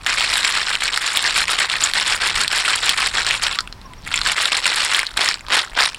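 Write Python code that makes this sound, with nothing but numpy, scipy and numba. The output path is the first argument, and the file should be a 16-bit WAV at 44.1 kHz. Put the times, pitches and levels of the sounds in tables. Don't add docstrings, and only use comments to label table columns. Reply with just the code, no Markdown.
import sys
import numpy as np
from scipy import signal
from scipy.fft import rfft, irfft, next_fast_len
from scipy.io import wavfile
from scipy.ndimage import uniform_filter1d
from numba import njit

SR = 44100
rng = np.random.default_rng(int(sys.argv[2]) if len(sys.argv) > 2 else 0)


def dump(signal):
    limited = np.clip(np.atleast_2d(signal).T, -1, 1)
    pcm = np.round(limited * 32767).astype(np.int16)
    wavfile.write(sys.argv[1], SR, pcm)


N = 263718

# (start [s], return follows after [s], push level [dB], return level [dB])
ROCKS = [(.051, 0.11, -21, -19.5), (.288, 0.12, -20, -20), (.528, 0.12, -21, -21.5),
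         (.795, .118, -21.5, -22), (1.0, .13, -23.5, -22), (1.224, 0.11, -18.5, -18.5),
         (1.466, 0.1, -20, -19), (1.682, 0.11, -21, -20.5), (1.935, 0.11, -19, -19),
         (2.195, 0.14, -19.5, -20), (2.495, 0.14, -20, -19.5), (2.818, 0.14, -20, -19.5),
         (3.13, .112, -20, -20), (3.408, 0.088, -19, -27), (4.095, 0.14, -27, -19), (4.352, 0.15, -20, -20),
         (4.621, 0.14, -19.5, -21.5), (4.89, .15, -21, -39)]
# (start [s], length [s], level [dB])
TILTS = [(.055, .9, -24), (1.0, .3, -27), (2.55, .36, -26.5), (4.04, 0.061, -33), (4.72, .24, -23.5)]
# (landing [s], length of the spill [s], level [dB])
TOSSES = [(5.163, 0.13, -19.5), (5.492, .087, -17.5), (5.757, .085, -17.5)]
# (time [s], strength of the blow [dB], shell pitch [Hz])
HARD_CLACKS = [(.064, -1, 1670), (.24, 0.5, 1880), (.447, -1, 2300), (.753, 0.5, 2660), (.879, -2, 2602),
               (.975, 0, 1720), (1.077, -2.5, 2520), (1.172, 3, 3483), (1.363, -2, 2279),
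               (1.481, -2.5, 2441), (1.699, -3, 3460), (1.838, 2.5, 7040), (1.936, -0.5, 4210),
               (2.479, -0.5, 4409), (2.585, -2, 3186), (2.679, -.5, 1391), (2.893, 5.5, 3228),
               (3.061, -1, 4466), (3.183, 1, 1589), (3.266, 0, 3077), (3.309, -0.5, 2480), (3.588, 0, 4320),
               (3.606, -6.5, 4487), (3.675, -14, 2750), (3.726, -14.5, 4246), (3.815, -27, 4100),
               (3.935, -22, 2043), (4.075, -10.5, 2167), (4.141, 2.5, 2485), (4.158, -6.5, 7200),
               (4.176, -3, 3530), (4.189, -6.5, 1856), (4.215, -1, 4070), (4.262, 0, 1621),
               (4.456, 2.5, 3701), (4.52, 0, 2640), (4.568, -4.5, 2098), (4.656, 1.5, 2500),
               (4.947, 1.5, 3734), (4.992, 1, 2021), (5.031, -5.5, 1597), (5.067, -7.5, 4080),
               (5.171, 0, 1320), (5.175, 0.5, 3780), (5.288, 3, 5100), (5.342, -5, 4547),
               (5.408, -18.5, 2320), (5.484, -12, 1108), (5.591, -1.5, 3441), (5.789, -0.5, 1494),
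               (5.946, -9, 2770)]
# (frequency [Hz], gain [dB])
MIC_COLOUR = [(150, -7), (400, -1), (700, -3.5), (1000, -1), (1700, 0.5), (3000, 1), (4400, 2.5),
              (4950, -0.5), (5350, 3.5), (6100, -3), (7000, 1), (9500, -3), (12000, -2), (16000, 3.5)]
# (start [s], length [s], pitch before bending [Hz], level [dB])
HOOTS = [(3.557, 0.057, 1143, -33.5), (3.61, 0.058, 1010, -40), (3.756, 0.053, 960, -47),
         (3.842, 0.04, 1070, -36.5), (3.892, 0.053, 1012, -39.5)]
# (start [s], length [s], pitch before bending [Hz], level [dB])
CHIRPS = [(3.833, 0.02, 5460, -60), (3.853, 0.016, 5570, -43), (3.96, .016, 5560, -60.5),
          (3.978, 0.021, 5630, -44)]
# (frequency [Hz], relative level per Hz [dB])
AIR_COLOUR = [(15, -9.5), (30, 3), (48, -4.5), (130, -10), (230, -15.5), (450, -23), (1000, -18.5),
              (3000, -29), (5500, -31.5), (6300, -38), (15000, -46.5)]
# (time [s], level [dB])
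RUMBLE = [(0, -39.5), (.6, -45), (2, -44), (2.35, -38.5), (2.6, -43.5), (3.7, -39.5), (4.2, -38.5),
          (4.5, -46.5), (5.95, -47)]

PUSH_SHARE, RETURN_SHARE, LONGEST_SLIDE_S = .8, .68, .115
# (colander thud [dB], lip tinkle [dB])
PUSH_TONE_DB, RETURN_TONE_DB = (-11, -11.5), (-11, -10)
TILT_TONE_DB, TOSS_TONE_DB = (-12, -9.5), (-16, -11)
THUD_DB_PER_S, FULL_SWING_S = 1.7, 1.5
SLAP_S, SLAP_DB, SLAP_TONE_DB = .0838, -3, (-2.5, -22)
SPILL_AFTER_S = .018
STRAY_DB, STRAY_SPREAD_DB, STRAY_LOW_HZ, STRAY_HIGH_HZ = 14, .5, 1810, 4700
STRAY_AFTER_S = .02
HISS_DB, TOP_HZ = -46.5, 15900


def clatter():
    _, _, db, thud_db, tinkle_db = slides().T
    strength = motion(db)
    times, sizes = collisions(strength, rate=750, spread_db=2.5)
    hollow = bodies(times, sizes, low_hz=1466, high_hz=5300, cycles=7.4, push=1.24, count=2)
    lips = bodies(times, sizes, low_hz=7270, high_hz=9360, cycles=11, push=23.0, count=1)
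    plastic = bodies(times, sizes, low_hz=740, high_hz=1560, cycles=5.4, push=.9, count=2)
    return (undb(-3.0) * driven(hollow, strength)
            + undb(-3) * driven(lips, motion(db + tinkle_db))
            + undb(0.5) * driven(plastic, motion(db + thud_db)))


def slides():
    rows = [(*tilt, *TILT_TONE_DB) for tilt in TILTS]
    next_starts = [stroke[0] for stroke in ROCKS[1:] + TOSSES[:1]]
    for (start, swing, push_db, return_db), next_start in zip(ROCKS, next_starts):
        turn = start + swing
        widening_db = np.array([THUD_DB_PER_S * min(start - FULL_SWING_S, 0), 0])
        rows.append((start, PUSH_SHARE * swing, push_db, *(widening_db + PUSH_TONE_DB)))
        paused = next_start - turn > 2 * LONGEST_SLIDE_S
        length = RETURN_SHARE * (swing if paused else next_start - turn)
        rows.append((turn, min(length, LONGEST_SLIDE_S), return_db, *(widening_db + RETURN_TONE_DB)))
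    for landing, length, db in TOSSES:
        rows.append((landing, SLAP_S, db + SLAP_DB, *SLAP_TONE_DB))
        rows.append((landing + SPILL_AFTER_S, length, db, *TOSS_TONE_DB))
    return np.array(rows)


def motion(levels_db, rise_s=.018, stop_s=.027, arch=.3, creep_s=0.02597, settle_s=.065,
           loose_db=-12, rest_db=-68):
    power = np.full(N, undb(2 * rest_db))
    for (start, length, *_), db in zip(slides(), levels_db):
        first = max(int(start * SR) - SR // 10, 0)
        span = np.arange(first, min(int(start * SR) + SR // 2, N))
        age = span / SR - start
        early = np.maximum(-age, 0)
        late = np.maximum(age - length, 0)
        swell = 1 + arch * (np.sin(np.pi * np.clip(age / length, 0, 1)) - .5)
        slide = np.clip(age / rise_s, 0, 1) * swell * np.exp(-late / stop_s)
        loose = undb(loose_db) * np.exp(-early / creep_s - late / settle_s)
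        power[span] += undb(2 * db) * (slide ** 2 + loose ** 2)
    return np.sqrt(power)


def collisions(strength, rate, spread_db):
    busy = np.minimum(strength / undb(-19), 1.3) ** .75
    at = np.flatnonzero(rng.random(N) < rate * busy / SR)
    hardness = np.clip(rng.standard_normal(len(at)), -2, 1.6)
    return at / SR, undb(spread_db * hardness)


def bodies(times, sizes, low_hz, high_hz, cycles, push, count):
    out = 0
    for _ in range(count):
        pitch, damping, share, lag = rng.random((len(times), 4)).T
        hz = low_hz * (high_hz / low_hz) ** pitch
        gain = sizes * (2 * share - 1) * np.sqrt(hz / low_hz)
        mode_cycles = cycles * 2 ** (damping - .5)
        out = out + rings(times + .0007 * lag, hz, mode_cycles, gain, float(push))
    return out


@njit
def rings(times, hz, cycles, size, push):
    out = np.zeros(N)
    for k in range(len(times)):
        start = int(times[k] * SR)
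        step = min(hz[k] / SR, .45)
        pole = np.exp(step * (2j * np.pi - 6.9 / cycles[k]))
        z = size[k] + 0j
        for i in range(max(start, 0), min(N, start + int(cycles[k] / step))):
            z *= pole
            contact = min((i - start) * step / push, 1.)
            out[i] += z.imag * contact * contact * (3 - 2 * contact)
    return out


def driven(x, strength):
    size = SR // 32
    local = uniform_filter1d(uniform_filter1d(x ** 2, size), size)
    return x * strength / np.sqrt(np.abs(local) + 0.0083 * np.mean(x ** 2))


def grind():
    _, _, db, _, tinkle_db = slides().T
    strength = motion(db)
    times, sizes = collisions(strength, rate=4000, spread_db=1.0)
    hollow = bodies(times, sizes, low_hz=1050, high_hz=5380, cycles=9, push=1.01, count=1)
    lips = bodies(times, sizes, low_hz=6660, high_hz=10720, cycles=21.4, push=3.0, count=1)
    runs_db = 4.5 * walk(220)
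    lip_runs_db = 8.86 * np.minimum(walk(160), 2)
    scrape = driven(hollow, strength) + driven(lips, motion(db + tinkle_db)) * undb(lip_runs_db)
    return undb(runs_db - 8.5) * scrape


def pings():
    _, _, db, _, tinkle_db = slides().T
    strength = motion(db + tinkle_db, loose_db=-5.5)
    times, sizes = collisions(strength, rate=38, spread_db=1.0)
    sizes = sizes * strength[(times * SR).astype(int)]
    return undb(14) * bodies(times, sizes, low_hz=6900, high_hz=10200, cycles=130, push=8, count=1)


def clacks(hits):
    times, db, hz = (column.copy() for column in hits.T)
    size = undb(db)
    lip = hz > 6000
    cycles = 13 * (hz / 3000) ** 0.45 + 45 * lip
    shell = rings(times, hz, cycles, size * undb(-5 * lip), 1.17)
    flight, bounce = rng.random((len(times), 2)).T
    rebound = rings(times + 0.00162 + 0.0029 * flight, hz, cycles, size * bounce, 1.7)
    neighbour = bodies(times, size, low_hz=1224, high_hz=5400, cycles=9.6, push=0.8, count=4)
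    crack = bodies(times, size ** 1.08, low_hz=6740, high_hz=9850, cycles=22.3, push=1.86, count=2)
    return undb(2.0) * shell + undb(-1.5) * rebound + undb(-4.0) * neighbour + undb(-3.0) * crack


def blows(count):
    start, length, db, _, _ = np.repeat(slides(), count, axis=0).T
    moment, force, pitch = rng.random((len(start), 3)).T
    part = (np.arange(len(start)) % count + moment) / count
    times = start + STRAY_AFTER_S + np.maximum(length - STRAY_AFTER_S, 0) * part
    strength_db = db + STRAY_DB + STRAY_SPREAD_DB * (2 * force - 1)
    hz = STRAY_LOW_HZ * (STRAY_HIGH_HZ / STRAY_LOW_HZ) ** pitch
    return np.vstack([HARD_CLACKS, np.column_stack([times, strength_db, hz])])


def jams(hits, depth_db, lead_s, width_s):
    caught = np.zeros(N)
    for time, *_ in hits:
        span = np.arange(max(int(time * SR) - SR // 20, 0), min(int(time * SR) + SR // 20, N))
        dip = np.exp(-((span / SR - time + lead_s) / width_s) ** 2)
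        caught[span] = np.maximum(caught[span], dip)
    return undb(depth_db * caught)


def heap(x, t60_s, scatter_db, size):
    pieces = np.pad(x, (0, -N % size)).reshape(-1, size)
    t = np.arange(5 * size) / SR
    tails = rng.standard_normal((len(pieces), len(t))) * undb(-60 * t / t60_s) * (1 - np.exp(-t / .001))
    tails = tails / np.linalg.norm(tails, axis=1, keepdims=True)
    echoes = signal.fftconvolve(pieces, tails, axes=1)
    out = np.zeros(N + echoes.shape[1])
    for k, echo in enumerate(echoes):
        out[k * size:k * size + len(echo)] += echo
    return x + undb(scatter_db) * out[:N]


def handling(db, lead_s, width_s, top_hz):
    t = np.arange(N) / SR
    jerk = sum(np.exp(-((t - landing + lead_s) / width_s) ** 2) for landing, *_ in TOSSES)
    band = signal.butter(2, [22, top_hz], "band", fs=SR, output="sos")
    low = signal.sosfilt(band, rng.standard_normal(N))
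    return undb(db) * jerk * low / rms(low)


def bird(notes, bend, fall):
    out = np.zeros(N)
    for start, length, hz, db in notes:
        u = np.clip((np.arange(N) / SR - start) / length, 0, 1)
        arch = np.sin(np.pi * u)
        pitch = hz * (1 + bend * (arch - 1) - fall * (u - .5))
        phase = 2 * np.pi * np.cumsum(pitch) / SR
        out += undb(db) * arch * (np.sin(phase) + undb(-27) * np.sin(2 * phase))
    return out


def air():
    noise = colour(rng.standard_normal(N), AIR_COLOUR)
    low = signal.sosfiltfilt(signal.butter(2, 300, fs=SR, output="sos"), noise)
    hiss = noise - low
    gust_db = 1.5 * walk(9)
    swell_db = np.interp(np.arange(N) / SR, *np.transpose(RUMBLE)) + gust_db
    return undb(HISS_DB) * hiss / rms(hiss) + undb(swell_db) * low / rms(low)


def undb(db):
    return 10 ** (np.asarray(db) / 20)


def rms(x):
    return np.sqrt(np.mean(x ** 2))


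def walk(rate):
    k = int(SR / rate)
    return uniform_filter1d(np.repeat(rng.standard_normal(N // k + 1), k), k)[:N]


def colour(x, points):
    size = next_fast_len(2 * N)
    hz, db = np.transpose(points)
    bins_hz = np.fft.rfftfreq(size, 1 / SR) + 1
    log_gain = np.log(undb(np.interp(np.log(bins_hz), np.log(hz), db)))
    cepstrum = irfft(log_gain, size)
    cepstrum[1:size // 2] *= 2
    cepstrum[size // 2 + 1:] = 0
    return irfft(rfft(x, size) * np.exp(rfft(cepstrum)), size)[:N]


def scene():
    hits = blows(count=2)
    sliding = clatter() + grind() + pings()
    sliding = sliding * jams(hits, depth_db=-2, lead_s=0.0048, width_s=0.0057)
    shells = heap(sliding + clacks(hits), t60_s=.02, scatter_db=-9, size=256)
    shells = heap(shells, t60_s=.14, scatter_db=-19, size=1024)
    arms = handling(db=-39, lead_s=0.017, width_s=0.034, top_hz=60.03)
    birds = bird(HOOTS, bend=0.038, fall=.08) + bird(CHIRPS, bend=.02, fall=.08)
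    return (colour(shells, MIC_COLOUR) + arms + birds + air())[None]


def record(dry):
    rounded = dry / (1 + np.abs(dry / .95) ** 4) ** (1 / 4)
    return signal.sosfilt(signal.ellip(8, .2, 70, TOP_HZ, fs=SR, output="sos"), rounded)


dry = scene()
out = record(dry)
dump(out)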